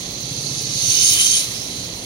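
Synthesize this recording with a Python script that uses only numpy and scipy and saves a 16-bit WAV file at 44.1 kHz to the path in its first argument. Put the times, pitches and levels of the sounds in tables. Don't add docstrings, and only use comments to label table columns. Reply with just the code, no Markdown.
import sys
import numpy as np
from scipy import signal
from scipy.fft import rfft, irfft, next_fast_len
from scipy.io import wavfile
from scipy.ndimage import map_coordinates

SR = 44100
rng = np.random.default_rng(int(sys.argv[2]) if len(sys.argv) > 2 else 0)


def waveform_to_disk(signal):
    frames = np.transpose(np.atleast_2d(signal))
    scaled = np.clip(frames, -1, 1) * 32767
    samples = np.round(scaled).astype(np.int16)
    wavfile.write(sys.argv[1], SR, samples)


N = 90404
LEFT_LEAD_S = 0.00021

# left_db, right_db
RIGHT_HEAVY_DB = [-30, 4.5]


def amp(db):
    return 10 ** (np.asarray(db) / 20)


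def rms(x):
    return np.sqrt(np.mean(x ** 2) + 1e-20)


def along(points, hz):
    knots_hz, *columns = np.transpose(points)
    return np.array([np.interp(np.log(hz + 1), np.log(knots_hz + 1), c) for c in columns])


def curves(rows):
    times, *columns = np.transpose(rows)
    return [np.interp(np.arange(N) / SR, times, c) for c in columns]


def wobble(rate_hz):
    return map_coordinates(rng.standard_normal(1024), [np.arange(N) * rate_hz / SR], mode="wrap")


def filtered(x, response):
    size = next_fast_len(N + 8192)
    return irfft(rfft(x, size) * response(np.fft.rfftfreq(size, 1 / SR)), size)[..., :N]


def below(hz, edge_hz, order):
    return 1 / np.sqrt(1 + (hz / edge_hz) ** (2 * order))


def above(hz, edge_hz, order):
    return np.sqrt(1 - below(hz, edge_hz, order) ** 2)


def noise_pair(correlation):
    def mid_side_gains(hz):
        angle = np.arccos(np.clip(along(correlation, hz)[0], -1, 1)) / 2
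        return np.array([np.cos(angle), np.sin(angle)])
    mid, side = filtered(rng.standard_normal((2, N)), mid_side_gains)
    return np.array([mid + side, mid - side])


def resonance(track, half_width_hz, balance_db):
    pitch_hz, level_db = curves(track)
    drive = filtered(rng.standard_normal((2, N)), lambda hz: below(hz, half_width_hz, order=2))
    phase = 2 * np.pi * (np.cumsum(pitch_hz) / SR + pitch_hz * np.array([[LEFT_LEAD_S], [0]]))
    tone = (drive[0] * np.cos(phase) + drive[1] * np.sin(phase)) / rms(drive)
    return tone * amp(level_db) * amp(balance_db)[:, None]


def shop_rumble(trim_db=2.5):
    # freq_hz, gain_db
    colour = [(20, -25), (43, -7.5), (71, -11.5), (108, -5), (135, -6), (168, -1.5), (220, -8), (270, -5),
              (350, -8), (511, -10), (1500, -23.5), (1950, -76)]
    # time_s, level_db
    drift = [(0, -37.5), (.25, -39.5), (.55, -38.5), (.95, -39.5), (1.3, -41), (1.85, -39), (2.05, -38.5)]
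    # freq_hz, correlation
    correlation = [(100, 0.99), (300, 0.91), (700, 0.42), (1200, 0.52)]
    level_db, = curves(drift)
    air = filtered(noise_pair(correlation), lambda hz: amp(along(colour, hz)) * below(hz, 1020, order=3))
    return amp(level_db + trim_db) * air / rms(air)


def mains_hum(centre_hz=118.4, level_db=-51):
    pitch_hz = centre_hz * (1 + 0.024 * wobble(5.84))
    tone = np.sqrt(2) * np.sin(2 * np.pi * np.cumsum(pitch_hz) / SR)
    return tone * amp(level_db + .8 * wobble(7.4))


def throbs(rise_s=.006, t60_s=.076):
    # start_s, level_db
    bumps = [(.084, -30), (.168, -25), (.233, -22.5), (.309, -23.5), (.379, -21.5), (.442, -23.5),
             (.508, -20.5), (.572, -24.5), (.632, -23), (.689, -23.5), (.752, -23), (.821, -24),
             (.880, -21), (.952, -30), (1.028, -26), (1.107, -26.5), (1.168, -30), (1.282, -29),
             (1.375, -32), (1.479, -28), (1.587, -27), (1.781, -29), (1.858, -27), (1.946, -29),
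             (2.026, -28.5)]
    # time_s, pitch_hz
    tuning = [(.1, 122), (.5, 139), (.95, 112.5), (2, 124)]
    t, out = np.arange(N) / SR, np.zeros(N)
    for start_s, level_db in bumps:
        pitch_hz = np.interp(start_s, *np.transpose(tuning))
        age = np.maximum(t - start_s, 0)
        envelope = amp(level_db - 60 * age / t60_s) * (1 - np.exp(-(age / rise_s) ** 2))
        out += 2 * envelope * np.sin(2 * np.pi * pitch_hz * age)
    return filtered(out, lambda hz: above(hz, edge_hz=72, order=4))


def spurts(rise_s=.003, t60_s=.17):
    # start_s, level_db
    puffs = [(0.002, -36), (.103, -34.5), (.203, -34.5), (.318, -37), (.413, -35.5), (.525, -38),
             (.610, -31.5), (1.638, -41), (1.749, -39), (1.843, -38), (1.953, -37), (2.038, -37)]
    # freq_hz, left_db, right_db
    colour = [(6000, -30, -30), (8000, -10, -15), (9500, 0, -28), (11500, -2, -12), (13300, -5, -5),
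              (14300, -25, 1), (15800, -30, 0)]
    t, envelope = np.arange(N) / SR, np.zeros(N)
    for start_s, level_db in puffs:
        age = np.maximum(t - start_s, 0)
        envelope += amp(level_db - 60 * age / t60_s) * (1 - np.exp(-age / rise_s))
    fizz = filtered(rng.standard_normal((2, N)), lambda hz: amp(along(colour, hz)))
    return envelope * fizz / rms(fizz)


def swish():
    # time_s, pitch_hz, level_db
    track = [(1.47, 5720, -50), (1.55, 5710, -32.5), (1.63, 5520, -33), (1.72, 5700, -48)]
    return resonance(track, half_width_hz=500, balance_db=RIGHT_HEAVY_DB)


def hollow_ring():
    # time_s, pitch_hz, level_db
    track = [(.85, 2960, -60), (.97, 3003, -30), (1.15, 3060, -32), (1.2, 3100, -22.5), (1.27, 3130, -26),
             (1.305, 3134, -37), (1.35, 3150, -23.5), (1.45, 3100, -50)]
    # left_db, right_db
    balance_db = [-2, 3.5]
    return resonance(track, half_width_hz=50, balance_db=balance_db)


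def vent_whistle():
    # time_s, pitch_hz, level_db
    track = [(.7, 6250, -39), (.88, 6180, -20), (.99, 6120, -20), (1.07, 6440, -16), (1.17, 6340, -25.5),
             (1.27, 6230, -18.5), (1.39, 6380, -24), (1.5, 6340, -56)]
    return resonance(track, half_width_hz=166, balance_db=RIGHT_HEAVY_DB)


def delayed(x, lag_ms):
    positions = np.arange(N) - lag_ms * SR / 1000
    return np.array([map_coordinates(channel, [positions]) for channel in x])


def with_reflections(x, nearness):
    # time_s, lag_ms
    table_bounce = [(0, 1.12), (.45, 1.1), (.8, 1.375), (.95, 1.35), (1.3, 1.3), (1.55, 1.26), (2.05, 0.95)]
    # time_s, lag_ms, gain
    wall_bounce = [(.15, 2.2, 0), (.38, 2.21, .33), (.57, 2.3, .36), (.8, 2.41, .26), (1.0, 2.48, 0)]
    table_ms, = curves(table_bounce)
    wall_ms, wall_gain = curves(wall_bounce)
    table_gain = np.interp(nearness, [0, 1], [0.014, 0.27])
    return x + table_gain * delayed(x, table_ms) + wall_gain * delayed(x, wall_ms)


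def with_room(x, wet_db, t60_s):
    t = np.arange(SR // 10) / SR
    tail = rng.standard_normal((2, len(t))) * amp(-60 * t / t60_s)
    tail /= np.linalg.norm(tail, axis=1, keepdims=True)
    return x + amp(wet_db) * signal.fftconvolve(x, tail, axes=1)[:, :N]


def steam_hiss(flutter_db=0.66, flutter_hz=91):
    # freq_hz, far_left_db, far_right_db, near_left_db, near_right_db
    colour = [(676, -33, -30, -36, -36), (1060, -23.5, -20, -26, -29.5), (1590, -19.5, -22, -29.5, -27.5),
              (2180, -20.5, -13, -19, -19.5), (2710, -13.5, -14, -16.5, -10.5),
              (3360, -16, -7.5, -10, -10.5), (3740, -11.5, -11, -10.5, -11.5),
              (4100, -12.5, 1.5, -17, -13.5), (4550, -9.5, -2.5, -12, -10.5), (5000, -16.5, -4, -27, -15.5),
              (5480, -16, -7, -24, -6.5), (6170, -20, 1, -26, -13.5), (6733, -36, 0, -39, -6.5),
              (7060, -22, -10, -21, -12), (8140, -19.5, -15, -22.5, -25), (8760, -9, -30, -9.5, -32),
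              (9170, -7.5, -35, -5.5, -25), (9700, -11, -42, -10.5, -41), (10520, -9.5, -31, -11, -35),
              (12200, -22.5, -22.5, -33, -35), (13400, -31, -33, -34.5, -38),
              (14550, -42, -22.5, -50, -24.5), (15800, -44, -28, -48, -33)]
    # freq_hz, correlation
    correlation = [(1000, 0.75), (4400, 0.48), (6300, 0.37), (9000, 0.24), (15000, 0.32)]
    # time_s, level_db
    low_ride = [(0, -39.5), (.17, -41), (.55, -40), (.74, -38), (.84, -33.5), (.97, -30), (1.12, -30),
                (1.209, -28.5), (1.3, -31.5), (1.36, -30), (1.47, -36.5), (1.65, -39.5), (2.05, -41)]
    body_ride = [(0, -33), (.15, -32.5), (.31, -31.5), (.36, -30.5), (.52, -27.5), (.68, -27), (.79, -24),
                 (.84, -22.5), (.93, -20.5), (1.03, -18.5), (1.07, -19), (1.15, -20), (1.17, -24),
                 (1.22, -20.5), (1.38, -21), (1.44, -26.5), (1.51, -31.5), (1.64, -33), (1.71, -30.5),
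                 (1.9, -32.5), (2.05, -36)]
    treble_ride = [(0, -44.5), (.17, -48.5), (.36, -44.5), (.58, -41), (.68, -43.5), (.78, -38),
                   (.91, -28.5), (.98, -31), (1.06, -24), (1.14, -23.5), (1.17, -27), (1.21, -22),
                   (1.301, -28), (1.36, -24), (1.4, -27.5), (1.469, -39.5), (1.8, -44), (1.9, -48),
                   (2.05, -44)]
    air_ride = [(0, -54.5), (.48, -53.5), (.7, -51), (.85, -40), (1.03, -36), (1.14, -30.5), (1.175, -35),
                (1.25, -34), (1.31, -40), (1.401, -39), (1.48, -45.5), (1.9, -54)]
    body_hz, treble_hz, air_hz = 3865, 7300, 11700
    far_db, near_db = -28.5, -19.5
    body_db, = curves(body_ride)
    nearness = np.clip((body_db - far_db) / (near_db - far_db), 0, 1)
    jet = with_reflections(noise_pair(correlation), nearness)
    jet = with_room(jet, wet_db=-6, t60_s=0.047)
    jet = filtered(jet, lambda hz: np.exp(2j * np.pi * hz * np.array([[LEFT_LEAD_S], [0]])))
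    bands = [(low_ride, -0.7, lambda hz: below(hz, body_hz, order=16)),
             (body_ride, -1.1, lambda hz: above(hz, body_hz, order=16) * below(hz, treble_hz, order=12)),
             (treble_ride, 2, lambda hz: above(hz, treble_hz, order=12) * below(hz, air_hz, order=24)),
             (air_ride, 2, lambda hz: above(hz, air_hz, order=24))]
    out = np.zeros((2, N))
    for ride, trim_db, band in bands:
        coloured = filtered(np.tile(jet, (2, 1)), lambda hz: amp(along(colour, hz)) * band(hz) ** 2)
        far, near = [pair / rms(pair.mean(axis=0)) for pair in np.split(coloured, 2)]
        level_db = curves(ride)[0] + trim_db + flutter_db * wobble(flutter_hz)
        out += amp(level_db) * ((1 - nearness) * far + nearness * near)
    return out


def scene():
    iron = vent_whistle() + hollow_ring() + swish() + steam_hiss() + spurts() + throbs()
    return iron + shop_rumble() + mains_hum()


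def record(dry, ceiling=.8, left_top_hz=13800, top_hz=15850):
    def top_cut(hz):
        return np.array([below(hz, left_top_hz, order=40), np.ones_like(hz)]) * (hz < top_hz)
    rounded = dry / (1 + np.abs(dry / ceiling) ** 8) ** (1 / 8)
    return filtered(rounded, top_cut)


dry = scene()
out = record(dry)
waveform_to_disk(out)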